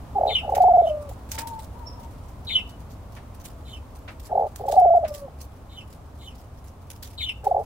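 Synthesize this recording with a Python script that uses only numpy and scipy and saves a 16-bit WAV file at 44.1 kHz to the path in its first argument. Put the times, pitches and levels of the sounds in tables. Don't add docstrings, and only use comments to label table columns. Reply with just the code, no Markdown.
import sys
import numpy as np
from scipy import signal
from scipy.fft import rfft, irfft, next_fast_len
from scipy.io import wavfile
from scipy.ndimage import uniform_filter1d, map_coordinates

SR = 44100
rng = np.random.default_rng(int(sys.argv[2]) if len(sys.argv) > 2 else 0)


def store_wav(level_fs):
    pcm = np.round(np.clip(np.atleast_2d(level_fs), -1, 1) * 32767)
    wavfile.write(sys.argv[1], SR, pcm.T.astype(np.int16))


N = 337353
T = np.arange(N) / SR

# f/Hz, gain/dB
CROP_RESPONSE = [(300, -18), (410, 7.5), (490, -0.5), (740, 1.5), (840, 8), (980, -12.5), (1150, -5)]
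def dove():
    soft = soft_voice()
    loud, bursting = loud_voice()
    voice = loud + soft * (1 - bursting)
    return filtered(voice, lambda hz: amp(along(CROP_RESPONSE, hz)))


# t/s from the end of its first beat, f/Hz, level/dB (all levels are relative)
RATTLE_UNDERTONE = [(-.045, 687, -38), (.01, 548.6, -26.5), (0.079, 534, -30), (.15, 595, -34)]
# t/s, f/Hz, level/dB
COO_UNDERTONES = [
    [(.41, 695.2, -39.5), (.51, 540, -29.5), (.585, 581.3, -29.5), (.89, 622, -28.5), (.925, 601, -22),
     (.96, 601, -30), (1.06, 584.3, -43), (1.11, 528, -40)],
    [(4.592, 481.2, -40.5), (4.71, 575.3, -25), (4.99, 652, -27), (5.035, 624, -20), (5.08, 611, -43),
     (5.11, 593.4, -29.5), (5.18, 578, -47), (5.25, 553, -33.5), (5.285, 476, -51)],
]
def soft_voice(creak_s=.051, overtone_db=-45):
    out = np.zeros(N)
    under_rattles = [[(s + age, hz, db) for age, hz, db in RATTLE_UNDERTONE] for s, *_ in RATTLE_CALLS]
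    for note in under_rattles + list(COO_UNDERTONES):
        phase, size = whistle(note, jitter=.0099, knots_per_s=90, flutter_db=2.5, edge_s=.012)
        t = T[:len(size)]
        phase += 2 * np.exp(-(t / creak_s) ** 2) * wobble(300, t)
        overtone = amp(overtone_db) * (size / size.max()) ** .016 * np.sin(2 * phase)
        add(out, note[0][0], size * np.sin(phase) + overtone)
    return out


# t/s at end of first beat, wind-up/s, first gap/s, share of excess gap kept per beat, level/dB
RATTLE_CALLS = [(.192, .027, .0285, .7, -15.5), (4.335, 0.0088, .0285, .69, -15.5),
                (7.477, 0.0084, .05, .5, -15)]
# t/s of full voice, period/s, voiced share, stutter offset/s, f/Hz, level/dB, release/(dB/s)
LONG_COOS = [(.604, .0442, .76, .011, 718.3, -11.5, 137), (4.773, .0437, .83, .001, 720.3, -11.5, 380)]
def loud_voice(beat_s=.00649, swoop_hz=80, waver_hz=14, doubling_hz=749):
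    loud, bursting = np.zeros((2, N))
    bursts = [burst for row in RATTLE_CALLS for burst in rattle(*row)]
    bursts += [burst for row in LONG_COOS for burst in warble(*row, beat_s)]
    for s, length, hz, db in bursts:
        edge_s = .0035 * np.sqrt(length / beat_s)
        t = np.arange(-edge_s, length + edge_s, 1 / SR)
        shape = gate(t, 0, length, edge_s)
        pressure = 1 - 2 * t / length
        pitch = hz + swoop_hz * pressure * beat_s / length + waver_hz * wobble(70, t)
        phase = 2 * np.pi * (np.cumsum(pitch) / SR + rng.random())
        wave = np.sin(phase) + amp(-39) * np.sin(2 * phase) + amp(-45) * np.sin(3 * phase)
        doubling = np.clip((pitch - doubling_hz) / 45, 0, 1)
        wave += amp(-16.5) * doubling * np.sin(phase / 2)
        size = np.sqrt(2) * amp(db + pressure + 1.3 * wobble(120, t))
        add(loud, s - edge_s, size * shape * wave)
        add(bursting, s - edge_s, shape)
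    return loud, np.clip(bursting, 0, 1)


def rattle(s, windup_s, gap, shrink, db, hz=733, sag_hz_per_s=330, fastest_gap_s=.0068, peak_s=.041):
    age, length = 0, .009
    beats = [(s - length - windup_s, windup_s, 794, db - 13)]
    for _ in range(11):
        middle = age - length / 2
        fade_db = 14 * ((middle - peak_s) / .099) ** 2
        pitch = hz - sag_hz_per_s * middle + rng.normal(0, 31)
        beats.append((s + age - length, length, pitch, db - fade_db))
        age, length = age + gap, .0025 + .23 * gap
        gap = fastest_gap_s + (gap - fastest_gap_s) * shrink
    return beats


def warble(s, period, voiced, stutter_s, hz, db, release, beat_s, hold_s=.2, last_s=.266):
    bursts, length = [], period * voiced
    sunk_hz = lambda age: hz - 68 * (age / .2685) ** 3
    for k in range(-4, 0):
        for age in k * period + stutter_s + np.array([0, .014]):
            level = db - 4 - 14.5 * (age / .15) ** 2
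            bursts.append((s + age - beat_s / 2, beat_s, hz + rng.normal(0, 41), level))
    for k in range(6):
        start, age = s + k * period, k * period + length / 2
        level = db - release * max(age - hold_s, 0)
        bursts.append((start, length, sunk_hz(age) + rng.normal(0, 8), level))
        if rng.random() < .5:
            catch_s = start - (period - length + beat_s) / 2
            bursts.append((catch_s, beat_s, hz + rng.normal(0, 38), level - 4.5))
    last_push = (s + last_s, .016, sunk_hz(last_s), db - 6.5)
    closing_beat = (s + .512 - beat_s / 2, beat_s, hz, -37)
    return bursts + [last_push, closing_beat]


# t/s, level/dB, gain on first half/dB, gain on low ending/dB, left minus right/dB
CHIRP_CALLS = [(0.269, -23, 0, -1, 2), (.78, -48, -4.5, 1, -1), (2.468, -23, 1.5, -1, 1.5),
               (3.647, -48, 3.5, 1.5, -2), (5.69, -44.5, -2, 0, -1), (6.19, -50, 4.5, -1.5, -1.5),
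               (7.176, -36.5, 13.5, 12, 2)]
# t/s from its start, f/Hz, level/dB
UPPER_VOICE = [(0, 3917, -16), (.045, 3624, -7.5), (.078, 3580, -6), (.085, 2970, -1.5), (.095, 2940, 1),
               (.11, 2980, -9), (.118, 2700, -0.5), (.14, 2600, -12), (.16, 2620, -36)]
# t/s from the chirp's start, f/Hz, level/dB
LOWER_VOICE = [(.023, 2830, -13.5), (.037, 2140, -7), (.07, 2400, -25)]
# f/Hz, bandwidth/Hz, gain/dB
CHIRP_RESONANCES = [(2115, 70, -8.5), (2760, 360, -5), (2990, 133, 9), (3550, 310, -3)]
def chirps(overtone_db=-28, half_s=.082, ending_s=.0994, hoarse_below_db=-31):
    fundamentals, overtones = np.zeros((2, 2, N))
    for s, db, first_db, ending_db, pan_db in CHIRP_CALLS:
        hoarse = np.clip(hoarse_below_db - db, 0, 20) / 20
        upper = whistle(UPPER_VOICE, .037 * (1 + hoarse), knots_per_s=1500, flutter_db=3.5, edge_s=.0045)
        lower = whistle(LOWER_VOICE, .064, knots_per_s=1500, flutter_db=0, edge_s=.0045)
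        for delay, (phase, size) in ((0, upper), (LOWER_VOICE[0][0], lower)):
            age = T[:len(size)] + delay
            early = np.clip((half_s - age) / .0084, 0, 1)
            late = np.clip((age - ending_s) / .016, 0, 1)
            envelope = panned(amp(db + first_db * early + ending_db * late) * size, pan_db)
            harmonics = sum(np.sin(k * phase) * 2 / k for k in (2, 3, 4))
            add(fundamentals, s + delay, envelope * np.sin(phase))
            add(overtones, s + delay, envelope * amp(overtone_db + 20 * hoarse) * harmonics)
    return resonant(fundamentals, CHIRP_RESONANCES) + amp(-9) * fundamentals + overtones


# t/s, f/Hz, level/dB
FAR_WHISTLES = [
    [(1.3, 860, -53.5), (1.44, 934, -38.5), (1.61, 869, -42.5)],
    [(1.73, 944, -43.5), (1.88, 981, -52), (2.07, 920, -46.5)],
    [(1.855, 5140, -27.5), (1.887, 5690, -55.5), (1.912, 4500, -47)],
]
def far_birds():
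    out = np.zeros(N)
    for note in FAR_WHISTLES:
        phase, size = whistle(note, jitter=.02, knots_per_s=110, flutter_db=3.5, edge_s=.03)
        add(out, note[0][0], size * np.sin(phase))
    return out


# t/s, level/dB
STALK_SNAPS = [(0.5514, -28.5), (1.0913, -40), (1.3168, -26.5), (1.3369, -30), (1.3839, -23),
               (1.4719, -33.5), (1.591, -38), (2.6923, -42), (3.4441, -31.5), (4.2561, -38), (4.558, -37),
               (4.6851, -32.5), (4.714, -30), (5.0806, -38), (5.1417, -31.5), (5.4055, -34), (6.902, -34),
               (7.026, -28), (7.4438, -35.5)]
# f/Hz, level/dB
LITTER_SPECTRUM = [(300, -35), (1500, -6), (5000, -1.5), (14000, -4)]
def litter(stray_count=105):
    when, strength = rng.random((stray_count, 2)).T
    stray = zip(when * T[-1], -61 + 13 * strength ** 1.5)
    crowding = [(s + rng.normal(.0067, .04), db - 12) for s, db in STALK_SNAPS for _ in range(2)]
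    sharp = impacts(list(STALK_SNAPS) + crowding, t60_s=.13, rise_s=.0022)
    faint = impacts(stray, t60_s=.14, rise_s=.003)
    grain = unit(amp(3.5 * wobble(900, T) + 2 * wobble(120, T)))
    noise = mottled(stereo_noise(LITTER_SPECTRUM), patchy_db=2.5)
    return panned((amp(-4.5) * sharp + faint) * grain * noise, -1.8)


# t/s, level/dB
PERCH_KNOCKS = [(0.5503, -38), (1.3813, -32.5), (3.1665, -44.5), (4.0816, -37.5), (5.047, -40)]
# f/Hz, level/dB
PERCH_SPECTRUM = [(150, -6), (1300, -4), (2300, -4), (15000, -41)]
def perches():
    return amp(3.5) * impacts(PERCH_KNOCKS, t60_s=.16, rise_s=.0045) * stereo_noise(PERCH_SPECTRUM)


# f/Hz, level/dB
RUMBLE_SPECTRUM = [(20, -15.5), (50, -4), (70, 2.5), (83, -1.5), (100, -4), (160, -14.5), (300, -53.5)]
# f/Hz, level/dB
AIR_SPECTRUM = [(100, -20), (190, -4), (270, -3), (340, -10.5), (650, -9), (1100, -12.5), (1700, -25),
                (4500, -33.5), (15000, -39.5)]
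# t/s, rumble level/dB, air level/dB
AMBIENT_DRIFT = [(0.0, -38, -51), (6.67, -43.5, -55.5), (7.65, -41, -57)]
def background():
    rumble_db, air_db = curves(AMBIENT_DRIFT, T)
    rumble = amp(rumble_db + .06) * stereo_noise(RUMBLE_SPECTRUM)
    return rumble + amp(air_db + 5.5) * stereo_noise(AIR_SPECTRUM)


# f/Hz, correlation
EAR_COHERENCE = [(60, 0.98), (300, 0.93), (1000, 0.4), (4000, 0.074)]
def stereo_noise(spectrum):
    def mid_and_side(hz):
        angle = np.arccos(along(EAR_COHERENCE, hz)) / 2
        return amp(along(spectrum, hz)) * [np.cos(angle), np.sin(angle)]
    mid, side = filtered(rng.standard_normal((2, N)), mid_and_side)
    return unit(np.array([mid + side, mid - side]))


def whistle(rows, jitter, knots_per_s, flutter_db, edge_s):
    t = np.arange(rows[0][0], rows[-1][0], 1 / SR)
    hz, db = curves(rows, t)
    phase = 2 * np.pi * np.cumsum(hz * (1 + jitter * wobble(knots_per_s, t))) / SR
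    size = np.sqrt(2) * amp(db + flutter_db * wobble(knots_per_s, t))
    return phase, size * gate(t, t[0] + edge_s / 2, t[-1] - edge_s / 2, edge_s)


def impacts(events, t60_s, rise_s):
    power, t = np.zeros(N), T[:SR // 3]
    for s, db in events:
        blow = amp(db - 60 * t / t60_s) * (1 - np.exp(-t / rise_s))
        add(power, s - rise_s, blow ** 2)
    return np.sqrt(power)


def mottled(x, patchy_db, bins=7, frames=14):
    spectra = signal.stft(x, nperseg=256)[2]
    field = rng.standard_normal(spectra.shape[1:])
    patches = uniform_filter1d(uniform_filter1d(field, bins, 0), frames, 1)
    return unit(signal.istft(spectra * amp(patchy_db * unit(patches)), nperseg=256)[1][:, :N])


def resonant(x, modes):
    return filtered(x, lambda f: sum(amp(db) * 1j * f * width / (centre ** 2 - f * f + 1j * f * width)
                                     for centre, width, db in modes))


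def echoes(x, t60s):
    hz, t, spectra = signal.stft(rng.standard_normal((2, SR // 2)), SR, nperseg=256)
    decay = amp(-60 * t / along(t60s, hz)[:, None])
    tail = signal.istft(spectra * decay, SR, nperseg=256)[1]
    return signal.fftconvolve(np.atleast_2d(x), tail / np.linalg.norm(tail[0]), axes=1)[:, :N]


def panned(x, db):
    return x * amp([[db / 2], [-db / 2]])


def lagged(x, s):
    return filtered(x, lambda hz: np.exp(-2j * np.pi * hz * [[s], [0]]))


def filtered(x, response):
    size = next_fast_len(N + SR // 2)
    return irfft(rfft(x, size) * response(np.fft.rfftfreq(size, 1 / SR)), size)[..., :N]


def amp(db):
    return 10 ** (np.asarray(db) / 20)


def unit(x):
    return x / np.sqrt(np.mean(x ** 2) + 1e-20)


def along(points, hz):
    f, values = np.transpose(points)
    return np.interp(np.log(hz + 1), np.log(f + 1), values)


def curves(rows, t):
    times, *columns = np.transpose(rows)
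    return [np.interp(t, times, column) for column in columns]


def wobble(knots_per_s, t):
    knots = (t - t[0]) * knots_per_s
    return map_coordinates(rng.standard_normal(int(knots[-1]) + 4), [knots])


def gate(t, start, end, edge):
    ramp = np.clip(np.minimum(t - start, end - t) / edge + .5, 0, 1)
    return np.sin(ramp * np.pi / 2) ** 2


def add(track, s, sound):
    part = track[..., max(round(s * SR), 0):][..., :sound.shape[-1]]
    part += sound[..., :part.shape[-1]]


# f/Hz, T60/s
AVIARY_DECAY = [(300, 0.17), (3000, 0.33)]
def scene(dove_lag_s=.00014, chirp_lag_s=.00007):
    coo, chirp, far = dove(), chirps(), far_birds()
    boards = echoes(amp(-20) * coo + amp(-4) * chirp + amp(-1) * far, t60s=[(3000, .045)])
    room = echoes(amp(-20.5) * coo + amp(-18) * chirp + amp(-3) * far, AVIARY_DECAY)
    direct = amp(-1.48) * lagged(panned(coo, -1.1), dove_lag_s)
    direct += amp(-4.5) * lagged(chirp, chirp_lag_s) + amp(-16.5) * far
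    return direct + boards + room + litter() + perches() + background()


def record(dry, top_hz=15800):
    return filtered(dry, lambda hz: hz < top_hz)


dry = scene()
out = record(dry)
store_wav(out)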